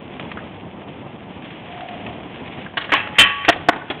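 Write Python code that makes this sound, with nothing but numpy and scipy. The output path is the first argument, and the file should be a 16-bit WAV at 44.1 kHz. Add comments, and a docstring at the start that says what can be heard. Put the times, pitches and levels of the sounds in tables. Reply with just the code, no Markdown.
"""A street between house fronts. A skateboard rolls up on gritty asphalt, pops, lands on a low steel
rail, slams a truck onto it, grinds to its end, then drops to the asphalt and clatters.
Wheels and grind are friction noise with clicks; blows rattle the wooden deck and ring the rail's modes.
The house fronts throw the blows back. A narrow-band microphone overloads on the loudest hits."""
import sys
import numpy as np
from scipy import signal
from scipy.fft import rfft, irfft
from scipy.io import wavfile

SR = 44100
rng = np.random.default_rng(int(sys.argv[2]) if len(sys.argv) > 2 else 0)


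def put_to_file(sound):
    """Save the sound as 16-bit audio at rate SR, in the file named by the first command-line argument."""
    columns = np.atleast_2d(sound).T  # one column per channel
    safe = np.clip(columns, -1, 1)
    whole_steps = np.round(safe * 32767)
    wavfile.write(sys.argv[1], SR, whole_steps.astype(np.int16))


N = 176400
TIME = np.arange(N) / SR
HZ = np.maximum(np.arange(N // 2 + 1) * SR / N, 1)
LANDING_S, TRUCK_S = 2.924, 3.188
WHEEL_HZ, WHEEL_WIDTH_HZ = 712, 100

# Steel rail modes. Each row: frequency in Hz, t60 in s, level in dB at the landing, at the truck slam.
RAIL_MODES = [(844, 2, -31.5, -36), (1130, 0.83, -38.5, -18.5), (1638, 0.85, -30, -21.5),
              (1807, 0.5, -36.5, -18.5), (1900, .4, -34, -14.5), (1996, 0.33, -25.5, -18.5),
              (2260, 0.2, -17, -22), (2393, .25, -23.5, -10), (2510, 0.37, -34.5, -18),
              (2625, .32, -35, -12), (2690, 0.24, -38, -7), (2726, .3, -31.5, -18.5),
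              (2970, 0.25, -22, -10.5), (3100, 0.25, -23.5, -1), (3225, .28, -33.5, -12.5)]


def from_db(db):
    """Decibels to gain."""
    return 10 ** (np.asarray(db) / 20)


def rms_one(x):
    """Scale to unit power."""
    return x / np.sqrt(np.mean(x ** 2) + 1e-20)


def level(rows):
    """Gain over time from (s, dB) rows."""
    return from_db(np.interp(TIME, *np.transpose(rows)))


def colour(points):
    """Spectrum in dB from (Hz, dB) points."""
    hz, db = np.transpose(points)
    return np.interp(np.log(HZ), np.log(hz), db)


def bump(hz, width_hz):
    """Resonance bell of height 1."""
    return 1 / (1 + (2 * (HZ - hz) / width_hz) ** 2)


def shaped(x, db):
    """Filter by a spectrum in dB."""
    return irfft(rfft(x) * from_db(db), N)


def flutter(depth_db, edge_hz=21.9):
    """Randomly wavering gain."""
    drift = irfft(rfft(rng.standard_normal(N)) / (1 + (HZ / edge_hz) ** 4), N)
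    return from_db(depth_db * rms_one(drift))


def envelope(start_s, hold_s, t60_s, attack_s=.0019):
    """Linear attack, hold, exponential release."""
    age = TIME - start_s
    return np.clip(age / attack_s, 0, 1) * from_db(-60 * np.clip((age - hold_s) / t60_s, 0, 3))


def ring(start_s, hz, t60_s, hold_s=0):
    """One struck mode."""
    return envelope(start_s, hold_s, t60_s) * np.sin(2 * np.pi * hz * (TIME - start_s))


def click(start_s, hz, t60_s=.0043):
    """Hard contact: a few cycles, instant onset."""
    age = np.clip(TIME - start_s, 0, 10 * t60_s)
    return from_db(-60 * age / t60_s) * np.sin(2 * np.pi * hz * age)


def grit(clicks_per_s=260, spread_db=4.5):
    """Friction noise with random clicks of stones."""
    sizes = from_db(spread_db * np.minimum(rng.exponential(1, N), 4)) * rng.choice([-1, 1], N)
    clicks = sizes * (rng.random(N) < clicks_per_s / SR)
    return rng.standard_normal(N) + from_db(-5) * rms_one(clicks)


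def street_echo(x):
    """House fronts return two echoes and a dull diffuse tail."""
    # Each row: delay in seconds, gain in dB.
    reflections = [(.041, -21), (.073, -22)]
    echoes = sum(from_db(db) * np.interp(TIME - delay_s, TIME, x, left=0) for delay_s, db in reflections)
    tail = rng.standard_normal(N) * envelope(.008, hold_s=0, t60_s=.65)
    tail /= np.sqrt(np.sum(tail ** 2))
    tail = signal.sosfilt(signal.butter(1, 2500, fs=SR, output="sos"), tail)
    return echoes + from_db(-11.5) * signal.fftconvolve(x, tail)[:N]


def rumble():
    """Low, uneven noise of street and wheels."""
    # Each row: time in seconds, level in dB.
    levels = [(0, -38), (.15, -33.5), (.4, -33), (.65, -36), (.85, -35.5), (1.15, -36.5), (1.6, -36),
              (1.9, -37), (2.1, -31), (2.25, -35), (2.55, -33), (2.8, -39.5), (3.1, -33.5), (3.35, -45),
              (3.57, -34.5), (3.8, -40.5), (4, -36)]
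    # Each row: frequency in Hz, relative level in dB.
    spectrum = [(25, -31), (45, -23.5), (85, -4), (125, -2.5), (180, -0.5), (300, -3.5), (450, -9),
                (700, -9), (1000, -13), (1600, -26.5), (4000, -50.5)]
    return level(levels) * flutter(1.5) * rms_one(shaped(rng.standard_normal(N), colour(spectrum)))


def wheels():
    """Wheels roll over uneven asphalt and whirr on one stretch of paving."""
    # Each row of both: time in seconds, level in dB.
    roll_levels = [(0, -46.5), (.15, -38.5), (.36, -40), (.55, -41.5), (.68, -47), (.85, -42), (1.2, -44),
                   (1.5, -38), (1.62, -40), (1.85, -37), (2.08, -36), (2.25, -40), (2.5, -36.5),
                   (2.62, -35), (2.72, -44), (3.4, -37.5), (3.55, -39), (4, -41.5)]
    whirr_levels = [(0, -65), (1.58, -55), (1.7, -36.5), (1.85, -34.5), (2.08, -39.5), (2.2, -48),
                    (2.5, -51), (2.75, -55)]
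    # Each row: frequency in Hz, relative level in dB.
    roll_spectrum = [(150, -11), (400, 3.5), (700, 1.5), (1000, 1), (1300, -4), (1800, 1.5), (2500, 3.5),
                     (3400, 1.5), (4500, -8.5)]
    roll = level(roll_levels) * flutter(1.67) * rms_one(shaped(grit(), colour(roll_spectrum)))
    whirr = rms_one(irfft(rfft(grit()) * bump(WHEEL_HZ, WHEEL_WIDTH_HZ), N))
    return roll + level(whirr_levels) * whirr


def wheel_knocks():
    """Wheels and trucks knock: a click plus a short rattle with some wheel resonance."""
    # Each row: start in seconds, rattle level in dB, centre in Hz, fall to either side in dB/octave.
    knocks = [(.197, -21.5, 2260, 0.5), (.316, -25, 1870, 4.5), (.372, -28, 1390, 13.5),
              (.386, -32, 1600, 23), (.816, -34, 900, 5), (1.422, -35, 2300, 9), (1.45, -34, 2380, 9),
              (1.505, -29, 2300, 2.5), (1.776, -31, 1100, 6), (1.807, -27, 1530, 2),
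              (1.887, -27, 2300, 3.5), (2.064, -28, 2500, 10), (2.098, -40, 2340, 5),
              (2.205, -33.5, 1200, -0.5), (2.342, -36, 2300, 6), (2.461, -35.5, 2420, 10),
              (2.523, -34, 2300, 9), (2.662, -27.5, 1560, 19), (2.739, -33.5, 800, 5.5),
              (2.843, -24.5, 2280, 7), (2.892, -22.5, 1200, 10), (2.903, -24.5, 1800, 7),
              (3.072, -23.5, 1400, 7.5), (3.155, -31.5, 1896, 15.5), (3.167, -29.5, 1880, 15),
              (3.449, -16, 2200, 10), (3.525, -18.5, 2140, 11), (3.560, -23.5, 502, 11),
              (3.609, -29, 597, 4.5), (3.729, -25, 1680, 11), (3.760, -23.5, 796, 7), (3.818, -30, 990, 8)]
    wheel_db = 12 * bump(WHEEL_HZ, WHEEL_WIDTH_HZ)
    out = 0
    for start_s, db, hz, fall_db in knocks:
        rattle = rms_one(shaped(rng.standard_normal(N), wheel_db - fall_db * abs(np.log2(HZ / hz))))
        rattle *= envelope(start_s, hold_s=.0029, t60_s=.04)
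        out += from_db(db) * (rattle + from_db(7.5) * click(start_s, hz))
    return out


def stand_thud():
    """The rail's stand thuds on the ground under the truck."""
    # Each row: frequency in Hz, t60 in seconds, level in dB.
    stand_modes = [(91.4, 0.31, -22.5), (187.6, 0.13, -17.5)]
    thud = sum(from_db(db) * ring(TRUCK_S, hz, t60_s) for hz, t60_s, db in stand_modes)
    return signal.sosfilt(signal.butter(2, 64, "high", fs=SR, output="sos"), thud)


def rail_ring():
    """The rail rings under the board's landing, then under the truck."""
    return sum(from_db(landing_db) * ring(LANDING_S, hz, t60_s)
               + from_db(truck_db) * ring(TRUCK_S, hz, t60_s)
               for hz, t60_s, landing_db, truck_db in RAIL_MODES)


def truck_grind():
    """The truck scrapes and chatters, steel on steel, exciting the rail's modes."""
    # Each row: time in seconds, scrape level in dB.
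    levels = [(2.92, -58), (2.95, -19), (3.0, -23), (3.05, -34), (3.13, -43.5), (3.18, -30), (3.24, -19),
              (3.27, -17.5), (3.31, -25), (3.38, -32.5), (3.45, -29), (3.5, -23), (3.6, -53)]
    # Each row: frequency in Hz, relative level in dB.
    spectrum = [(200, -18.5), (700, -13.5), (1100, -4), (1400, -4), (1800, 3.5), (2200, -2.5), (2700, 2.5),
                (2900, -8.5), (3150, 1.5), (3500, -10), (4500, -12)]
    # Each row: start in seconds, rattle level in dB, click level in dB.
    taps = [(2.9232, -23, 2.5), (2.938, -22, 3), (3.236, -12, -10), (3.245, -13, -7.5), (3.259, -8.5, -13),
            (3.298, -16.5, -21.5)]
    friction_db = colour(spectrum)
    resonances = sum(bump(hz, width_hz=25) for hz, *_ in RAIL_MODES)
    scrape = level(levels) * rms_one(shaped(grit(), friction_db + 6 * resonances))
    contact = sum(from_db(db) * envelope(start_s, hold_s=.0013, t60_s=.033) for start_s, db, _ in taps)
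    chatter = contact * rms_one(shaped(grit(), friction_db + 12.5 * resonances))
    clicks = sum(from_db(db) * click(start_s, hz=2230) for start_s, _, db in taps)
    return scrape + chatter + clicks


def rail_sing():
    """The grind sustains the rail's lowest strong mode."""
    hz = RAIL_MODES[1][0]
    gain = from_db(-28.5) * flutter(6) * envelope(3.25, hold_s=.14, t60_s=.31)
    return gain * np.sin(2 * np.pi * hz * (TIME - TRUCK_S))


def board_blows():
    """Each blow rattles the wooden deck and rings one mode. Returns direct sound and street send."""
    # Each row: start, hold and rattle t60 in seconds, relative dB at each of the four bands_hz,
    # mode frequency in Hz, mode level in dB, street send in dB.
    blows = [(2.770, 0.0091, 0.054, -19, -13.5, -16, -13, 1590, -20, 5),
             (2.808, 0.015, .04, -39, -36, -27, -25, 3260, -30.5, 4.5),
             (2.918, .014, 0.039, -15.5, -12, -10.5, -14.5, 1640, -15.5, 2.5),
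             (2.937, 0.0062, 0.13, -17, -11.5, -10.5, -11, 1075, -11, 0),
             (3.183, 0.031, .10, -13, -13, -4, -3, 2735, -12, -4.5),
             (3.481, 0.0018, .02, -9.5, -4, -5.5, -5, 2684, -8, -5),
             (3.486, 0.013, 0.041, -3.5, -6, -1, -6, 692.4, -5, -6),
             (3.685, 0.0097, 0.02, -1.5, -1.5, 0, -13, 700, -8, -2.5),
             (3.9, 0.01, 0.081, -13, -17.5, -20.5, -21, 3356, -23, 1.5)]
    # Each row: frequency in Hz, width in Hz, lift in dB.
    deck_resonances = [(303, 45, 8.5), (695, 30, -2.5), (820, 21, 5.5), (1100, 92, 2), (1620, 90, 2),
                       (1860, 110, 2.5), (2680, 150, 0)]
    bands_hz, bass_edge_hz = [300, 800, 1800, 3200], 266
    deck_db = sum(db * bump(hz, width_hz) for hz, width_hz, db in deck_resonances)
    deck_db -= 10 * np.log10(1 + (bass_edge_hz / HZ) ** 4)
    direct, send = 0, 0
    for start_s, hold_s, t60_s, *bands_db, mode_hz, mode_db, send_db in blows:
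        blow_db = colour(list(zip(bands_hz, bands_db)))
        rattle = shaped(2 * rng.standard_normal(N), blow_db + deck_db) * envelope(start_s, hold_s, t60_s)
        mode = from_db(mode_db) * ring(start_s, mode_hz, t60_s=.04, hold_s=hold_s)
        direct += rattle + mode
        send += from_db(send_db) * (rattle + .5 * mode)
    return direct, send


def scene():
    """Board, rail and knocks with street echo, over dry wheels and rumble. Mono."""
    blows, blow_send = board_blows()
    contacts = rail_ring() + stand_thud() + truck_grind() + rail_sing() + wheel_knocks()
    return (blows + contacts + street_echo(blow_send + contacts) + wheels() + rumble())[None]


def record(dry):
    """Narrow-band microphone: steep low-pass, overload, top cut."""
    # Treble response after the overload. Each row: frequency in Hz, gain in dB.
    treble = [(4000, 0), (9000, -1), (10500, 0.5), (16000, -2.5)]
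    edge_hz, stop_hz, top_cut_hz = 3480, 5250, 16200
    ceiling, hardness = .73, 18
    narrow = irfft(rfft(dry) / np.sqrt(1 + (HZ / edge_hz) ** 26), N)
    narrow = signal.sosfilt(signal.cheby2(12, 60, stop_hz, fs=SR, output="sos"), narrow)
    clipped = narrow / (5 + abs(narrow / ceiling) ** hardness) ** (1 / hardness)
    return shaped(clipped, colour(treble) - 10 * np.log10(1 + (HZ / top_cut_hz) ** 120))


dry = scene()
out = record(dry)
put_to_file(out)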